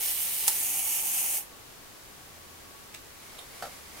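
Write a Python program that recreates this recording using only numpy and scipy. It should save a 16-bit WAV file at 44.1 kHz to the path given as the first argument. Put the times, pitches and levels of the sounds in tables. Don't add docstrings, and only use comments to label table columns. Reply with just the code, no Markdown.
import sys
import numpy as np
from scipy import signal
from scipy.fft import rfft, irfft
from scipy.io import wavfile

SR = 44100
rng = np.random.default_rng(int(sys.argv[2]) if len(sys.argv) > 2 else 0)


def wav_record(signal):
    frames = np.transpose(np.atleast_2d(signal))
    bounded = np.clip(frames, -1, 1)
    quanta = np.round(bounded * 32767).astype(np.int16)
    wavfile.write(sys.argv[1], SR, quanta)


N = 176400
T = np.arange(N) / SR
FFT_SIZE = 2 ** 18
HZ = np.fft.rfftfreq(FFT_SIZE, 1 / SR)


def amp(db):
    return 10 ** (np.asarray(db) / 20)


def curve(rows, column=1):
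    rows = np.array(rows)
    return np.interp(T, rows[:, 0], rows[:, column])


def over_hz(points):
    hz, value = np.transpose(points)
    return np.interp(np.log(HZ + 1), np.log(hz), value)


def panned(db):
    return amp(np.array([[.5], [-.5]]) * db)


def coloured(x, eq):
    cepstrum = irfft(np.log(amp(over_hz(eq))))
    cepstrum[1:FFT_SIZE // 2] *= 2
    cepstrum[FFT_SIZE // 2 + 1:] = 0
    return irfft(rfft(x, FFT_SIZE) * np.exp(rfft(cepstrum)))[..., :N]


def noise(correlation):
    mid, side = rfft(rng.standard_normal((2, FFT_SIZE)))
    mid *= np.sqrt((1 + correlation) / 2)
    side *= np.sqrt((1 - correlation) / 2)
    return irfft([mid + side, mid - side])[:, :N]


def resonance(x, hz, width_hz):
    radius = np.exp(-np.pi * width_hz / SR)
    feedforward = np.array([1, 0, -1]) * (1 - radius ** 2) / 2
    feedback = [1, -2 * radius * np.cos(2 * np.pi * hz / SR), radius ** 2]
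    return signal.lfilter(feedforward, feedback, x + 1e-18)


def decay(age, t60_s):
    return (age >= 0) * amp(-60 * np.clip(age / t60_s, 0, 5))


def echoed(x, response):
    energy = np.sum(response ** 2, axis=1, keepdims=True)
    return signal.fftconvolve(x, response / np.sqrt(energy), axes=1)[:, :N]


def in_room(x, wet_db):
    # freq_hz, correlation
    image = [(300, 1), (900, 1), (2000, 0.24), (6000, 0)]
    predelay_s = .0044
    tail = noise(over_hz(image))[:, :SR // 2] * decay(T[:SR // 2] - predelay_s, t60_s=.18)
    return x + amp(wet_db) * echoed(x, tail)


def room_tone():
    # freq_hz, gain_db
    eq = [(20, -1), (26, -8), (32, -11), (42, 7.5), (50, 1), (60, 1), (78, -4), (100, 3), (160, 0),
          (400, 0.5), (900, -2), (1600, -3.5), (3000, -6.5), (7000, -8.5), (16000, -11)]
    # freq_hz, correlation
    image = [(40, 0.98), (90, .6), (160, 0.18), (400, 0.1), (700, 0.17), (2000, 0.05), (10000, 0.019)]
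    return amp(-40.5) * coloured(noise(over_hz(image)), eq) * panned(.63)


def whine():
    band = resonance(rng.standard_normal(N), hz=1123, width_hz=3)
    return amp(-71.5) * band / band.std() * panned(18)


def hum():
    # time_s, pitch_hz, rms_db
    glide = [(1.5, 83.9, -100), (2.05, 82.3, -80), (2.3, 82.5, -63), (2.55, 84.8, -62), (2.8, 82, -66),
             (3.1, 81.3, -64), (3.35, 77, -74), (3.65, 73.3, -63), (4, 72.4, -64)]
    phase = 2 * np.pi * np.cumsum(curve(glide)) / SR
    return np.sqrt(2) * amp(curve(glide, column=2)) * np.sin(phase)


def rustle():
    # time_s, level_db
    swell = [(3.1, -77), (3.24, -56.5), (3.4, -56.5), (3.47, -58.5), (3.57, -53), (3.74, -53.5),
             (3.84, -58), (3.93, -55), (3.99, -50)]
    # freq_hz, gain_db
    eq = [(100, 4.5), (600, 12.5), (1100, 9), (1750, 7), (2180, 13.5), (2600, 7), (4100, 7), (7000, 5),
          (11000, 5), (16000, -2)]
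    return coloured(amp(curve(swell)) * noise(correlation=.23), eq) * panned(-.8)


def clack(bursts, eq, correlation, pan_db):
    power = sum((amp(db) * decay(T - start_s, t60_s)) ** 2 for start_s, db, t60_s in bursts)
    return panned(pan_db) * coloured(np.sqrt(power) * noise(correlation), eq)


def clicks():
    # start_s, level_db, t60_s
    dry_hits = [(2.942, -39, .02), (2.9452, -38.5, 0.028), (2.9485, -32, 0.0084)]
    hollow_hits = [(3.3828, -47, .035), (3.3872, -41, 0.029), (3.3903, -38.5, 0.019)]
    # freq_hz, gain_db
    dry_eq = [(200, -9), (1500, 1), (2100, 9.5), (2800, 4), (3400, 6), (5000, 2.5), (8000, 2), (12000, -6),
              (16000, -6)]
    hollow_eq = [(150, 0), (500, 5), (950, 12), (1600, -3), (2600, 1.5), (3450, 13), (4400, 5), (5500, -17),
                 (7500, 2), (11000, 0), (16000, -12)]
    dry_click = clack(dry_hits, dry_eq, correlation=.26, pan_db=-1)
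    return dry_click + clack(hollow_hits, hollow_eq, correlation=.48, pan_db=-1.1)


def knock():
    # start_s, level_db, t60_s
    arrivals = [(3.6238, -33, 0.031), (3.6285, -39.5, 0.08), (3.638, -42.5, 0.032), (3.654, -41, 0.038),
                (3.668, -43, 0.017)]
    # freq_hz, gain_db
    eq = [(50, 1), (120, 8), (180, -4), (270, 17), (370, 7), (520, 14.5), (720, 19.5), (1050, 11.5),
          (1400, 15), (2400, 1), (3600, 4), (7000, 0), (12000, -3), (16000, -12)]
    # pitch_hz, gain_db, t60_s
    modes = [(279.6, -15, .15), (484, -10, .1), (581, -2, 0.068), (728, -1, 0.053), (874, -6, 0.05),
             (1300, -9, 0.079), (1490, -11, 0.028)]
    ring = np.zeros(N)
    for start_s, level_db, _ in arrivals:
        after = T >= start_s
        age = T[after] - start_s
        for hz, mode_db, t60_s in modes:
            gain = amp(level_db + mode_db) * rng.choice([-1, 1])
            ring[after] += gain * decay(age, t60_s) * np.sin(2 * np.pi * hz * age)
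    return ring + clack(arrivals, eq, correlation=.7, pan_db=-1.5)


def shutter():
    # start_s, level_db, t60_s
    hits = [(.4735, -24, 0.029), (.4752, -45, 0.034), (.4795, -8.5, 0.0045), (.4803, -14.5, 0.016),
            (.4822, -16.5, 0.021), (.4838, -14, 0.016), (.4893, -34, 0.014)]
    # freq_hz, gain_db
    eq = [(100, -13), (330, -24), (480, -4.5), (660, -8.5), (830, 7), (1000, 1), (1200, -2), (1450, -8),
          (1700, -0.5), (2100, -6), (2800, -7), (3500, -6.5), (4200, -3), (5000, -3.5), (6000, 3.5),
          (8500, 2.5), (10000, 7.5), (11500, 5), (16000, -3)]
    return clack(hits, eq, correlation=.5, pan_db=-2.5)


def scattered(x):
    response = rng.standard_normal((2, SR // 20)) * decay(T[:SR // 20], t60_s=.025)
    treble = signal.sosfilt(signal.butter(2, 6000, "high", fs=SR, output="sos"), x)
    return x + amp(-10) * echoed(treble, response)


def blurred(force):
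    tail = decay(T[:SR // 2], t60_s=.17) ** 2
    haze_power = np.abs(signal.fftconvolve(force ** 2, tail / tail.sum())[:N])
    return np.sqrt(force ** 2 + amp(-7.5) ** 2 * haze_power)


def escapement(stop_s, fade_s):
    beat_hz, jitter, rattles_per_s = 246.7, .13, 1400
    gaps, accents = rng.standard_normal((2, 600))
    beats = (np.cumsum(np.exp(jitter * gaps)) / beat_hz * SR).astype(int)
    rattles = rng.random(N) < rattles_per_s / SR
    blows = rattles * amp(-1.5 - rng.standard_normal(N))
    blows[beats[beats < N]] += amp(-2 * accents[beats < N])
    tick = decay(T[:SR // 20], t60_s=.0019)
    power = signal.fftconvolve(blows ** 2, tick ** 2)[:N]
    running = np.clip((stop_s - T) / fade_s + 1, 0, 1)
    return np.sqrt(np.abs(power) / power[T < stop_s].mean()) * running


def timer():
    # time_s, relative_db
    drive = [(0, -29), (.1, -30), (.17, -31.5), (.38, -31.5), (.48, -31), (.63, -30.5), (.85, -31),
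             (.95, -29.5), (1.04, -32), (1.19, -28.5), (1.28, -32), (1.38, -29)]
    # freq_hz, gain_db
    free_eq = [(150, -28.5), (500, -15.5), (850, -14.5), (1400, -17.5), (2300, -5), (4200, -7.5),
               (7300, -5.5), (8800, -0.5), (12000, 0), (16000, -4)]
    seated_eq = [(150, -19.5), (550, -18), (1150, -17), (1600, -17), (2300, -6), (3100, -8), (3900, -15),
                 (4600, -10), (5300, -12), (5800, -5.5), (7400, -3.5), (8500, 0), (11000, -0.5),
                 (16000, -4.5)]
    # freq_hz, pan_db
    balance = [(800, 2), (2600, -2), (5600, -1.5), (7500, -.5), (10000, 3.5), (11200, 0), (12500, -2),
               (14000, -6), (15300, 7)]
    # pitch_hz, width_hz, free_db, seated_db, pan_db
    modes = [(728, 36, -35, -5, 0), (821, 53, -6.5, -0.5, -0.5), (2260, 200, -20, -10.5, -3),
             (2644, 210, -18, -5.5, 5), (2880, 240, -12, -13, -3), (5600, 160, -10, -6, 2),
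             (6580, 180, -5, 3, -1.5), (8800, 220, -8, -4, -1), (9980, 450, -3, 2.5, 3),
             (11300, 280, -4, 3, 1), (12330, 130, -9, 4.5, -5), (12200, 140, -2, -16, -17),
             (13240, 160, -3, 4, -3), (13430, 130, -2, -2, 1), (13600, 200, -10, 1, -8),
             (14470, 180, 8.5, 5, -7)]
    midpoint_s, crossfade_s, correlation = .55, .22, .49
    seated = np.clip((T - midpoint_s) / crossfade_s + .5, 0, 1)
    force = blurred(escapement(stop_s=1.3727, fade_s=.013) * amp(curve(drive) + .5))
    ticks = force * noise(correlation)
    buzz = coloured(ticks * (1 - seated), free_eq) + coloured(ticks * seated, seated_eq)
    buzz = irfft(rfft(buzz, FFT_SIZE) * panned(over_hz(balance)))[:, :N]
    for hz, width_hz, free_db, seated_db, pan_db in modes:
        shake = force * amp(free_db + (seated_db - free_db) * seated)
        buzz += panned(pan_db) * resonance(shake * noise(correlation), hz, width_hz)
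    return buzz


def scene():
    snap, small_clicks = shutter(), clicks()
    camera = in_room(scattered(timer()), wet_db=0) + in_room(snap, wet_db=-6.5)
    taps = in_room(small_clicks, wet_db=-2.5) + in_room(knock(), wet_db=-5)
    return camera + taps + room_tone() + rustle() + hum() + whine()


def record(dry):
    cutoff_hz = 15780
    return signal.sosfilt(signal.ellip(12, .1, 80, cutoff_hz, fs=SR, output="sos"), dry)


dry = scene()
out = record(dry)
wav_record(out)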